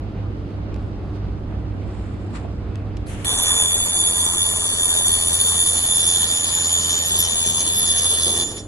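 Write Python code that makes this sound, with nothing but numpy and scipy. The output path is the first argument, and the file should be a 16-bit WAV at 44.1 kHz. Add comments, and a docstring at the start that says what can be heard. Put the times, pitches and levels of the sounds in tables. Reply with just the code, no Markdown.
"""A workshop, two microphone ports close to a handheld laser welder running a seam along thick iron.
Fans and mains hum first; torch and work tick and rub, then shielding gas opens just before the strike.
The pulsed beam makes the vapour sing on three harmonics, built from tones with side tones and flutter.
The swinging spot beats tone and hiss alike; hiss, whistles, spatter and sparks are shaped noise.
At release the whine dies away and the gas flows on until its valve shuts."""
import sys
import numpy as np
from scipy import signal
from scipy.fft import rfft, irfft, next_fast_len
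from scipy.io import wavfile

SR = 44100
rng = np.random.default_rng(int(sys.argv[2]) if len(sys.argv) > 2 else 0)


def put_to_file(sound):
    """Save the sound as 16-bit audio at rate SR, in the file named by the first command-line argument."""
    columns = np.atleast_2d(sound).T  # one column per channel
    safe = np.clip(columns, -1, 1)
    whole_steps = np.round(safe * 32767)
    wavfile.write(sys.argv[1], SR, whole_steps.astype(np.int16))


N = 382347
T = np.arange(N) / SR   # s

PULSE_HZ, SWING_HZ = 3500.16, 84.4   # beam pulses, swings of the spot
STRIKE_S, RELEASE_S = 3.246, 8.438   # beam on, beam off
CUTOFF_HZ = 16400


def amp(db):
    """dB to gain."""
    return np.exp(np.asarray(db) * (np.log(10) / 20))


def rms_one(x):
    """Scale to unit rms."""
    return x / np.sqrt(np.mean(np.abs(x) ** 2) + 1e-20)


def in_time(rows, **outside):
    """Columns of a curve table, one value per sample."""
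    s, *columns = np.transpose(rows)
    return [np.interp(T, s, c, **outside) for c in columns]


def after(s):
    """Seconds since a moment, zero before it."""
    return np.maximum(T - s, 0)


def released(amount, edge_s):
    """Ramp from zero to an amount as the beam goes off."""
    return amount * np.clip(after(RELEASE_S) / edge_s, 0, 1)


def beam_on():
    """1 from strike to release, with millisecond edges."""
    return np.clip((T - STRIKE_S) / 0.0028, 0, 1) * np.clip((RELEASE_S - T) / 0.016, 0, 1)


def strokes(rows):
    """Gain of swells that climb to a peak and fall from it by 10 dB per rise or fall time."""
    gain = 0
    for s, db, rise, fall in rows:
        times_away = np.where(T < s, (s - T) / abs(rise), (T - s) / abs(fall))
        gain = gain + amp(db - 10 * times_away)
    return gain


def drift(rate_hz):
    """Slow chance of spread 1: noise at every 20th sample through a double one-pole."""
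    r = np.exp(-40 * np.pi * rate_hz / SR)
    grain = rng.standard_normal(N // 20 + 3002)
    slow = signal.lfilter([1], [1, -2 * r, r * r], grain)[3000:]   # settled part
    return np.interp(np.arange(N) / 20, np.arange(len(slow)), rms_one(slow))


def complex_drift(rate_hz):
    """Slow chance in level and phase: two independent drifts a quarter cycle apart."""
    return drift(rate_hz) + 1j * drift(rate_hz)


def coloured(spectrum, patchy_db, patch_hz, low_hz, count):
    """Noise of a given spectrum in bands that flicker partly together, more in the treble; rms 1."""
    size = next_fast_len(N)
    hz = np.maximum(np.arange(size // 2 + 1) * SR / size, 1)
    point_hz, point_db = np.transpose(spectrum)
    colour = amp(np.interp(np.log(hz), np.log(point_hz), point_db))
    noise = rfft(rng.standard_normal(size)) * colour
    # overlapping triangular bands, evenly spaced in log frequency
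    place = np.clip(count * np.log(hz / low_hz) / np.log(CUTOFF_HZ / low_hz), 0, count)
    out, together = 0, drift(patch_hz)
    for centre in range(count + 1):
        band = np.clip(1 - np.abs(place - centre), 0, 1)
        depth_db = patchy_db * (0.98 + 1.66 * np.square(centre / count))
        flicker = amp(depth_db * (0.43 * together + drift(patch_hz)))
        out = out + irfft(noise * band, size)[:N] * flicker
    return rms_one(out)


def resonate(x, hz, width_hz):
    """Two-pole resonance with gain 1 on top."""
    r = np.exp(-np.pi * width_hz / SR)
    top = [(1 - r * r) / 2, 0, (r * r - 1) / 2]
    return signal.lfilter(top, [1, -2 * r * np.cos(2 * np.pi * hz / SR), r * r], x)


def band_pass(x, order, low_hz, high_hz):
    """Keep what lies between two frequencies."""
    return signal.sosfilt(signal.butter(order, [low_hz, high_hz], "band", fs=SR, output="sos"), x)


def ports(mid, side):
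    """Left and right port from sum and difference."""
    return np.array([mid + side, mid - side])


# fan roar, sum and difference of the ports: (frequency [Hz], relative level per Hz [dB])
SHOP_MID = [(15, -36), (28, -8), (45, -7), (58, 3.5), (80, -5), (125, -9), (250, -13.5), (310, -12.5),
            (420, -19), (690, -25.5), (800, -27), (950, -31.5), (1250, -32.5), (1700, -40), (2600, -43),
            (4700, -51.5), (5500, -60), (9000, -67.5), (11500, -70), (13000, -102)]
SHOP_SIDE = [(12, -62), (20, -17), (91, 5), (130, -7.5), (776, -14.5), (6090, -39.5), (7160, -57),
             (10800, -58), (13000, -101)]
# mains hum: (frequency [Hz], level before wavering, relative to the workshop [dB])
MAINS = [(100, -0.5), (200, -13.5), (300, -11.5)]
SHOP_DB, SHOP_NOISE_DB, SHOP_SIDE_DB = -31, 2, -11   # workshop; roar within it; difference within the roar
SHOP_PAN_DB = -2.2   # left minus right
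SINK_DB, SINK_S, RECOVER_DB = 17, 0.11, 8.5   # sinks once the beam is on, partly returns at release


def workshop():
    """Fan roar is patchy coloured noise, mains hum wavering sines; both stronger at the right port."""
    mid, side = [coloured(c, patchy_db=.8, patch_hz=10, low_hz=30, count=10) for c in (SHOP_MID, SHOP_SIDE)]
    roar = ports(mid, amp(SHOP_SIDE_DB) * side)
    hum = 0
    for hz, db in MAINS:
        tone = np.cos(2 * np.pi * hz * T + 0.5 * drift(3.7))
        hum = hum + np.sqrt(2) * amp(db + 1.2 * drift(3.6)) * tone
    sink_db = SINK_DB * (1 - np.exp(-after(STRIKE_S) / SINK_S))
    level_db = SHOP_DB - sink_db + released(RECOVER_DB, 0.026)
    pan = amp([[SHOP_PAN_DB / 2], [-SHOP_PAN_DB / 2]])
    return amp(level_db) * (amp(SHOP_NOISE_DB) * roar + hum) * pan


# handling of torch and work, and the crack of the strike:
# (time [s], peak [dB], lowest frequency [Hz], highest frequency [Hz], time to fall 60 dB before filtering [s])
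TICKS = [(0.743, -28, 250, 8500, 0.013), (0.762, -32, 300, 9500, 0.012), (0.794, -38, 500, 3000, .02),
         (2.34, -31, 600, 1500, .04), (2.448, -23, 330, 930, 0.064), (2.756, -30, 1500, 8400, 0.014),
         (2.969, -31.5, 2000, 8360, 0.025), (3.246, -16.5, 1200, 14300, 0.012),
         (8.579, -35, 1500, 8000, 0.037)]
TICK_SNAP = 5.5   # first contact of a tick relative to the noise that follows


def ticks():
    """Hard contacts: one sharp sample and a dying noise burst, band-limited and softened in the treble."""
    out, length = np.zeros((2, N)), 4000
    for s, db, low_hz, high_hz, t60 in TICKS:
        common = rng.standard_normal(length)
        burst = (common + 2.1 * rng.standard_normal((2, length))) * amp(-60 * T[:length] / t60)
        burst[:, 0] = TICK_SNAP
        burst = band_pass(burst, 3, low_hz, high_hz)
        burst = signal.lfilter([1], [1, -.95], burst)   # softer towards the treble
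        start = round(s * SR)
        out[:, start:start + length] += amp(db) * burst / np.abs(burst).max()
    return out


# glove slides on iron: (time of peak [s], level [dB], rise per 10 dB [s], fall per 10 dB [s])
RUBS = [(.84, -59, .08, 0.11), (1.97, -51, 0.15, 0.54), (2.36, -35.5, 0.016, 0.027)]
# dull low swells around the end of the seam, same columns
SWELLS = [(8.27, -33.5, 0.025, 0.31), (8.4, -57, 0.068, 0.074), (8.545, -42.5, 0.062, 0.13)]
RUB_BRIGHT_DB = -16   # gain of the rub's bright grain beside its body
SQUEAK_HZ = 2590


def handling():
    """Ticks, and rubs, low swells and a squeak made of resonant noise under rising and falling strokes."""
    skin = rng.standard_normal((2, N))
    grain = resonate(resonate(skin, 7000, 2300), 7000, 2300)
    rub = rms_one(resonate(skin, 1100, 1000) + amp(RUB_BRIGHT_DB) * grain)
    rub = signal.sosfilt(signal.butter(8, 9500, fs=SR, output="sos"), rub) * amp(2.2 * drift(40))
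    swell = rms_one(resonate(resonate(rng.standard_normal(N), 336, 220), 270, 520))
    # a faint squeak as the torch is set down
    squeak = strokes([(2.76, -57, .05, .13)]) * rms_one(resonate(rng.standard_normal(N), SQUEAK_HZ, 30))
    return ticks() + strokes(RUBS) * rub + strokes(SWELLS) * swell + squeak


# steady gas flow: (frequency [Hz], relative level per Hz [dB])
GAS = [(600, -10), (1500, 5), (3100, 3), (4800, -13), (6300, -4), (9000, -4), (9800, -9), (10800, 3),
       (11800, -32), (14000, -45)]
# first puff of the valve: (frequency [Hz], relative level per Hz [dB])
PUFF = [(1500, -8), (2200, -5), (3300, -18), (4000, 5), (7000, -11), (10400, 5), (12500, -19), (14300, -26),
        (15200, -55)]
# its course: (time of peak [s], level [dB], rise per 10 dB [s], fall per 10 dB [s])
PUFF_STROKE = [(3.068, -46, 0.0041, 0.034)]
GAS_OPEN_S, GAS_DB, GAS_RISE_S = 3.055, -42.5, 0.044


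def gas_lead():
    """Shielding gas opens with a bright puff a moment before the beam, then flows evenly as noise."""
    left, right = [coloured(GAS, patchy_db=1.5, patch_hz=11, low_hz=1000, count=6) for _ in range(2)]
    flow = amp(GAS_DB) * np.clip(after(GAS_OPEN_S) / GAS_RISE_S, 0, 1) * np.array([left, right])
    puff = strokes(PUFF_STROKE) * coloured(PUFF, patchy_db=1, patch_hz=20, low_hz=1000, count=2)
    return (T < STRIKE_S) * (flow + puff)


# side tones of the swing, a row per harmonic, columns at -3, -2, -1, +1, +2, +3 swing rates:
# (level against the harmonic before a 1.5 dB cut and wavering [dB], six times)
SWING_SIDES = [(-24, -12, -4, -9, -18, -17), (-22, -14, -12, -15, -16, -23), (-20, -18, -19, -10, -11, -24)]


def swing_sides(k):
    """The swinging spot modulates a harmonic, which puts tones at multiples of the swing rate beside it."""
    sides = 0
    for order, side_db in zip((-3, -2, -1, 1, 2, 3), SWING_SIDES[k]):
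        turn = .5 * (k + 1) * drift(5) + 2 * np.pi * order * SWING_HZ * T
        sides = sides + amp(side_db - 1.5 + 3 * drift(8)) * np.exp(1j * turn)
    return sides


# vapour flutter, a row per harmonic:
# (level against the harmonic [dB], rate [Hz], share of power common to both ports [0-1])
FLUTTER = [(-13, 70, 0.95), (-12, 60, 0.8), (-11, 60, .9)]


def vapour_flutter(k):
    """Unsteady vapour blurs a harmonic with narrow noise, partly common to the ports."""
    flutter_db, rate_hz, share = FLUTTER[k]
    common, left, right = [complex_drift(rate_hz) for _ in range(3)]
    mixed = np.sqrt(share) * common + np.sqrt(1 - share) * np.array([left, right])
    return amp(flutter_db) * mixed / np.sqrt(2)


DIP_S = 0.0077   # edge of a dip


def dipped_lead(lead, dips):
    """During each dip the phase lead of left over right moves over to the angle of that dip."""
    for s, length, angle in dips:
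        inside = np.clip(np.minimum(T - s, s + length - T) / DIP_S + .5, 0, 1)
        lead = lead + inside * (angle - lead)
    return lead


# whine: (time [s], level of harmonics 1, 2, 3 before wavering, flicker and tail [dB])
WHINE = [(3.26, -27.5, -33.5, -27.5), (3.32, -27.0, -31.0, -25.0), (3.45, -25.0, -28.5, -23.5),
         (3.64, -26.5, -26.5, -23.5), (3.83, -30.0, -28.0, -24.0), (4.02, -27.0, -26.5, -22.5),
         (4.21, -29.0, -28.5, -23.5), (4.4, -27.0, -28.5, -24.0), (4.59, -29.5, -30.0, -24.5),
         (4.78, -29.0, -29.5, -24.0), (4.97, -28.5, -28.5, -21.5), (5.16, -27.5, -30.0, -21.5),
         (5.35, -27.5, -29.0, -21.0), (5.54, -27.0, -29.0, -21.0), (5.73, -28.5, -29.5, -21.0),
         (5.92, -27.5, -29.0, -21.5), (6.11, -27.0, -28.5, -21.0), (6.3, -28.5, -26.5, -22.5),
         (6.49, -31.0, -25.0, -24.5), (6.68, -29.5, -22.5, -26.0), (6.87, -27.5, -22.5, -28.5),
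         (7.06, -28.0, -24.0, -31.0), (7.25, -27.5, -26.5, -26.0), (7.44, -30.5, -26.0, -26.0),
         (7.63, -29.0, -25.5, -23.5), (7.82, -27.5, -26.0, -22.5), (8.01, -27.0, -26.0, -20.5),
         (8.2, -27.0, -28.5, -22.5), (8.39, -26.0, -28.0, -24.0)]
# where it sits as the torch travels:
# (time [s], left minus right of harmonics 1, 2 [dB], left lead of harmonics 1, 2 outside dips [rad])
PLACE = [(3.3, -4, -1, 2.6, 0.45), (3.85, -0.5, 0.5, 2.37, 0.48), (4.2, -3.7, -1, 2.94, 0.49),
         (4.6, 2.5, -1, 3.1, 0.9), (5.0, 2, -4, 3.25, 0.86), (5.2, 3, -4, 3, .05),
         (5.55, 2.5, -7.5, 3.93, .05), (5.95, -4, -5.5, 4.37, 0.028), (6.35, -4, -4, 3.85, .03),
         (6.52, 6, -3.5, 4.24, .03), (6.7, -0.5, -2.5, 3.65, 0.033), (7.05, 1, -3, 3.44, .05),
         (7.25, 0.5, 0, 3.75, 0.54), (7.5, 3.5, 2.5, 4.5, .5), (7.7, -0.5, 4, 5.2, .5),
         (8.0, -2.5, 0, 4.6, .5), (8.42, -3.5, -2, 5.2, .4)]
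# brief moments when left and right swing towards opposite phase and the tone thins at the centre,
# second harmonic then third: (start [s], length [s], left lead [rad])
DIPS_2 = [(3.262, 0.015, 3.5), (3.328, 0.027, 2.7), (3.383, 0.025, 3.2), (3.724, 0.047, 3.1),
          (3.792, 0.062, 3.5), (3.908, 0.068, 3.7), (4.03, 0.035, 3.1), (4.119, 0.019, 3.6),
          (4.188, 0.028, 2.3), (4.26, 0.064, 2.9), (4.349, 0.024, 3.0), (4.416, 0.023, 3.0),
          (4.627, 0.027, 2.6), (4.67, 0.093, 2.8), (4.99, 0.071, 3.1), (5.093, 0.024, 3.0),
          (5.283, 0.026, 2.8), (5.317, 0.03, 2.8), (6.022, 0.05, 3.0), (6.248, 0.026, 2.7),
          (6.46, 0.044, 3.1), (7.072, 0.13, 3.1), (7.232, 0.018, 3.3), (7.277, 0.02, 3.3),
          (7.349, 0.51, 3.1), (7.884, 0.49, 3.1)]
DIPS_3 = [(3.656, 0.07, 1.9), (3.744, 0.027, 2.9), (3.815, 0.026, 2.8), (3.86, 0.026, 3.0),
          (4.186, 0.028, 2.9), (4.259, 0.023, 2.8), (4.675, 0.023, 2.8), (4.788, 0.025, 3.0),
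          (4.863, 0.133, 1.9), (5.046, 0.025, 2.8), (5.092, 0.021, 2.9), (5.303, 0.023, 2.8),
          (5.442, 0.024, 2.8), (5.837, 0.024, 2.9), (5.976, 0.022, 2.8), (6.16, 0.022, 2.8),
          (6.229, 0.024, 3.0), (6.299, 0.026, 2.8), (6.557, 0.023, 3.1), (6.649, 0.022, 2.8),
          (6.743, 0.024, 2.8), (6.928, 0.092, 3.1), (7.136, 0.025, 2.8), (7.254, 0.022, 2.7),
          (7.321, 0.024, 2.8), (7.438, 0.023, 2.9), (7.509, 0.019, 2.7), (7.693, 0.027, 2.8),
          (7.739, 0.025, 2.8), (7.996, 0.024, 2.9), (8.112, 0.023, 2.8), (8.181, 0.023, 2.8)]
# how far each harmonic's side tones lean to opposite phase: (lean of harmonics 1, 2, 3 [0-1])
SIDES_APART = (.7, 0, 0)
THIRD_LEAD = 0.06   # rad left leads on the third harmonic outside dips; left and right are level
WAVER_DB, WAVER_HZ = (.8, .8, .8), 11.8   # each harmonic swells and sinks on its own
FLICKER_DB, FLICKER_HZ = (2.34, 1.6, 1.82), 25.2   # all three flicker together
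TAIL_DROP_DB, TAIL_DB_PER_S = (7, -2, 8.5), 104   # step down at release (negative: up), then decay
TAIL_BEAT_HZ, TAIL_BEAT_SHARE = 12, .6   # in the tail the echoes beat against each other
THIN_HZ, THIN_DB = 14400.5, -20   # thin high tone that follows the third harmonic, dB against it
THIN_TAIL_DB_PER_S = 120   # decay on top of the third harmonic's own


def whine():
    """Pulsed vapour sings: each harmonic is a tone with side tones and flutter, placed by level and phase."""
    out, struck, on = 0, np.clip((T - STRIKE_S) / 0.0022, 0, 1), beam_on()
    pan_1, pan_2, lead_1, lead_2 = in_time(PLACE)
    pans = (pan_1, pan_2, 0)
    leads = (lead_1, dipped_lead(lead_2, DIPS_2), dipped_lead(THIRD_LEAD, DIPS_3))
    flicker = drift(FLICKER_HZ)
    for k, level_db in enumerate(in_time(WHINE)):
        lean = .5j * SIDES_APART[k] * (np.pi - leads[k])
        sides = on * swing_sides(k) * np.exp([lean, -lean])
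        echoes = np.array([complex_drift(TAIL_BEAT_HZ) for _ in range(2)]) / np.sqrt(2)
        tail_beat = released(TAIL_BEAT_SHARE, 0.012) * (echoes - .5)
        shape = 1 + tail_beat + vapour_flutter(k) + sides
        tail_db = released(TAIL_DROP_DB[k], 0.0039) + TAIL_DB_PER_S * after(RELEASE_S)
        unsteady_db = WAVER_DB[k] * drift(WAVER_HZ) + FLICKER_DB[k] * flicker
        level = np.sqrt(2) * struck * amp(level_db + unsteady_db - tail_db)
        half = pans[k] / 40 * np.log(10) + .5j * leads[k]   # half the level and phase gap to each side
        envelope = level * shape * np.exp([half, -half])
        out = out + (envelope * np.exp(2j * np.pi * (k + 1) * PULSE_HZ * T)).real
    # the envelope left over is the third harmonic's
    thin = (envelope * np.exp(2j * np.pi * THIN_HZ * T)).real
    return out + amp(THIN_DB - THIN_TAIL_DB_PER_S * after(RELEASE_S)) * thin


# hiss reaches one port first:
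# (frequency [Hz], part of the sum turned a quarter cycle into the difference [signed ratio])
LEAN = [(1000, 0), (1400, 0.43), (1800, 0.71), (2300, .3), (3000, 0), (4200, -.7), (5000, -0.32),
        (6000, -.1), (6500, 0)]


def quarter_turn(x):
    """The part of a sound that leads by a quarter cycle, weighted over frequency."""
    size = next_fast_len(N)
    lean_hz, part = np.transpose(LEAN)
    weight = np.interp(np.arange(size // 2 + 1) * SR / size, lean_hz, part)
    return irfft(1j * weight * rfft(x, size), size)[:N]


# hiss of gas and melt: (time [s], level before release losses [dB], gain of treble above 5 kHz [dB])
HISS = [(3.25, -28.5, -9), (3.5, -24.5, -6), (3.75, -28, 1), (4.7, -29, 5), (5.2, -28.5, 0.5),
        (5.7, -28.5, 3.5), (6.2, -29, -14), (7.2, -28.5, -1), (8.43, -28, -1.5)]
# sum of the ports at the start and at the end of the seam, and their difference:
# (frequency [Hz], relative level per Hz [dB])
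HISS_START = [(90, 7), (140, 2), (1150, 1), (1450, -7), (1850, -2), (2100, -18.5), (2350, -5.5),
              (2700, -46), (3100, -62), (3850, -59), (4500, -51), (5350, -27), (5800, -3), (6300, -1.5),
              (7600, -5), (9200, 4.5), (9700, -12.5), (10300, 8.5), (11300, -44), (12200, -67), (14300, -8),
              (15700, -52)]
HISS_END = [(90, 0.5), (140, 3), (1150, -2), (1450, -11), (1850, -3), (2100, -29.5), (2350, -8.5),
            (2700, -23.5), (3050, 0.5), (3300, -7.5), (3850, -5), (4500, -1.5), (5200, -3.5), (6300, 2),
            (8000, -7), (8900, -3), (9700, -25), (10300, 9), (11300, -54), (12200, -72), (14300, -21),
            (15700, -34)]
HISS_SIDE = [(130, -23), (400, -28), (1200, -19.5), (1850, -3.5), (2600, -4.5), (3100, 0.5), (3850, -0.5),
             (4500, -6.5), (6300, -7.5), (7600, -13), (8700, -5.5), (9700, -5), (10300, -1.5), (11300, -26),
             (12400, -55), (14200, -21), (15700, -58)]
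HISS_SIDE_DB = -2.5   # level of the difference beside the sum
TURN_S, TURN_POWER = (3.65, 7.42), 1.35   # the colour turns between these times, slowly at first
HISS_DROP_DB, GAS_FADE_DB_PER_S = 9, 2   # after release only gas flows
GAS_OFF_S, SHUT_DB_PER_S = 8.58, 246.5   # then the valve shuts


def jet():
    """Gas jet and boiling melt: noise whose colour turns along the seam, with a moving treble."""
    level_db, treble_db = in_time(HISS, left=-120)
    level_db = level_db - released(HISS_DROP_DB, 0.0046) - GAS_FADE_DB_PER_S * after(RELEASE_S)
    level_db = level_db - SHUT_DB_PER_S * after(GAS_OFF_S)
    turn = np.pi / 2 * np.interp(T, TURN_S, (0, 1)) ** TURN_POWER
    early, late = [coloured(c, patchy_db=2.1, patch_hz=16, low_hz=400, count=24) for c in (HISS_START, HISS_END)]
    mid = np.cos(turn) * early + np.sin(turn) * late
    side = coloured(HISS_SIDE, patchy_db=1, patch_hz=25, low_hz=402, count=12)
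    air = ports(mid, quarter_turn(mid) + amp(HISS_SIDE_DB) * side)
    treble = signal.sosfilt(signal.butter(2, 5000, "high", fs=SR, output="sos"), air)
    return amp(level_db) * (air + (amp(treble_db) - 1) * treble)


# nozzle whistles:
# (frequency [Hz], width of each of two resonances [Hz], level before wavering and strength [dB])
NOZZLE = [(8600, 150, -75), (9050, 74, -38), (8990, 350, -55), (10410, 100, -43)]
# strength of whistles and strands: (time [s], gain [dB])
WHISTLE = [(3.25, 1), (8.5, -9)]


def nozzle_whistles():
    """Air noise rings in narrow resonances; the right channel weakens or turns over in the third's dips."""
    whistles = 0
    for hz, width_hz, db in NOZZLE:
        air = rng.standard_normal(N) + 0.48 * rng.standard_normal((2, N))
        ringing = rms_one(resonate(resonate(air, hz, width_hz), hz, width_hz))
        whistles = whistles + amp(db + 3.5 * drift(14)) * ringing
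    right = np.cos(dipped_lead(0, DIPS_3))
    return beam_on() * amp(in_time(WHISTLE)[0]) * whistles * np.array([np.ones(N), right])


# spatter bursts: (time of peak [s], level [dB], rise per 10 dB [s], fall per 10 dB [s])
SPATTER = [(3.28, -32, .02, 0.026), (3.43, -25, 0.016, 0.025), (3.59, -38, .04, .02),
           (3.785, -41, .012, .012), (3.86, -29, 0.016, 0.013), (4.17, -41, 0.018, 0.022),
           (4.31, -36, .015, .015), (4.52, -29, .02, 0.012), (6.55, -35, 0.02, 0.021),
           (6.72, -32, .03, .03), (6.95, -30, 0.11, .06), (7.08, -25, 0.054, 0.03),
           (7.21, -22, 0.017, 0.025), (7.31, -43, .02, .015), (7.49, -26, 0.013, 0.019),
           (7.79, -24, 0.033, .015), (7.99, -49, .02, 0.014), (8.375, -34, 0.013, 0.018),
           (8.475, -49, 0.016, .015), (8.545, -51, .03, 0.023)]


def spatter():
    """Spatter sizzles in short strokes of bright, flickering noise, mostly alike at both ports."""
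    air = rng.standard_normal(N) + .2 * rng.standard_normal((2, N))
    sizzle = rms_one(band_pass(air, 8, 10850, 11750) * amp(5 * drift(25)))
    return (T > STRIKE_S) * strokes(SPATTER) * sizzle


def hiss():
    """Jet, whistles and spatter together, their level beaten by the swing while the beam is on."""
    swing = 0.2 * np.cos(2 * np.pi * SWING_HZ * T) + 0.11 * np.cos(4 * np.pi * SWING_HZ * T)
    return (1 + beam_on() * swing) * (jet() + nozzle_whistles() + spatter())


# thin strands of sizzle: (frequency before wander [Hz], level before swing and strength [dB])
STRANDS = [(7450, -45), (7800, -45), (8150, -46), (8600, -45), (9400, -46), (10850, -49)]
STRAND_WANDER_HZ, STRAND_SWING_DB = 120, 8


def strands():
    """Narrow noises that wander in pitch and sound in short patches, unlike at the two ports."""
    out = 0
    for hz, db in STRANDS:
        air = np.array([complex_drift(60) for _ in range(2)])
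        turn = 2 * np.pi * np.cumsum(hz + STRAND_WANDER_HZ * drift(3)) / SR
        patches_db = STRAND_SWING_DB * np.tanh(2 * drift(9))   # mostly fully up or fully down
        out = out + amp(db + patches_db) * (air * np.exp(1j * turn)).real
    return beam_on() * amp(in_time(WHISTLE)[0]) * out


# a narrow band of hiss around 4.2 to 4.6 kHz that drifts in pitch:
# (time [s], frequency [Hz], level before flutter [dB])
NARROW_HISS = [(3.25, 4230, -47), (3.46, 4230, -53), (3.49, 4230, -70), (3.5, 4570, -63), (3.53, 4570, -54),
               (4.0, 4600, -47), (4.5, 4500, -46.5), (5.27, 4460, -41.5), (5.7, 4430, -45),
               (6.2, 4380, -52)]
NARROW_HISS_RATE_HZ, NARROW_HISS_FLUTTER_DB = 90, 3


def narrow_hiss():
    """A narrow band of noise around a drifting pitch, alike at both ports."""
    hz, db = in_time(NARROW_HISS)
    air = complex_drift(NARROW_HISS_RATE_HZ)
    band = (air * np.exp(2j * np.pi * np.cumsum(hz) / SR)).real
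    return amp(db + NARROW_HISS_FLUTTER_DB * drift(13.6)) * beam_on() * band


MEDIAN_SPARKS_PER_S, SPARK_DB = 400, -44


def sparks():
    """Droplets burst at random: tiny clicks of uneven size, bright, partly separate at each port."""
    born = rng.random(N) < MEDIAN_SPARKS_PER_S * amp(7 * drift(8)) / SR
    size = amp(4 * np.minimum(rng.exponential(1, N), 3))
    clicks = born * size * rng.choice([-1, 1], N)
    pair = clicks * amp(3 * rng.standard_normal((2, N))) + 1e-18
    return amp(SPARK_DB) * beam_on() * rms_one(band_pass(pair, 6, 5900, 9400))


# puffs of the swinging pool: (multiple of the swing rate [1], level before wavering [dB])
SWING_HUM = [(1, -37.5), (2, -48), (3, -50.5), (4, -55), (5, -50.5)]


def swing_hum():
    """Low tones at multiples of the swing rate, wavering with the pool."""
    tones = 0
    for k, db in SWING_HUM:
        tone = np.cos(2 * np.pi * k * SWING_HZ * T + .5 * drift(4))
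        tones = tones + amp(db + 2 * drift(8)) * tone
    return np.sqrt(2) * beam_on() * np.clip((T - STRIKE_S) / 0.098, 0, 1) * tones


def scene():
    """All sources at the two ports."""
    before = workshop() + handling() + gas_lead()
    welding = whine() + hiss() + strands() + narrow_hiss() + sparks() + swing_hum()
    return before + welding


def record(dry):
    """The top is cut steeply, 70 dB down from the cutoff upward."""
    return signal.sosfilt(signal.cheby2(12, 70, CUTOFF_HZ, fs=SR, output="sos"), dry)


dry = scene()
out = record(dry)
put_to_file(out)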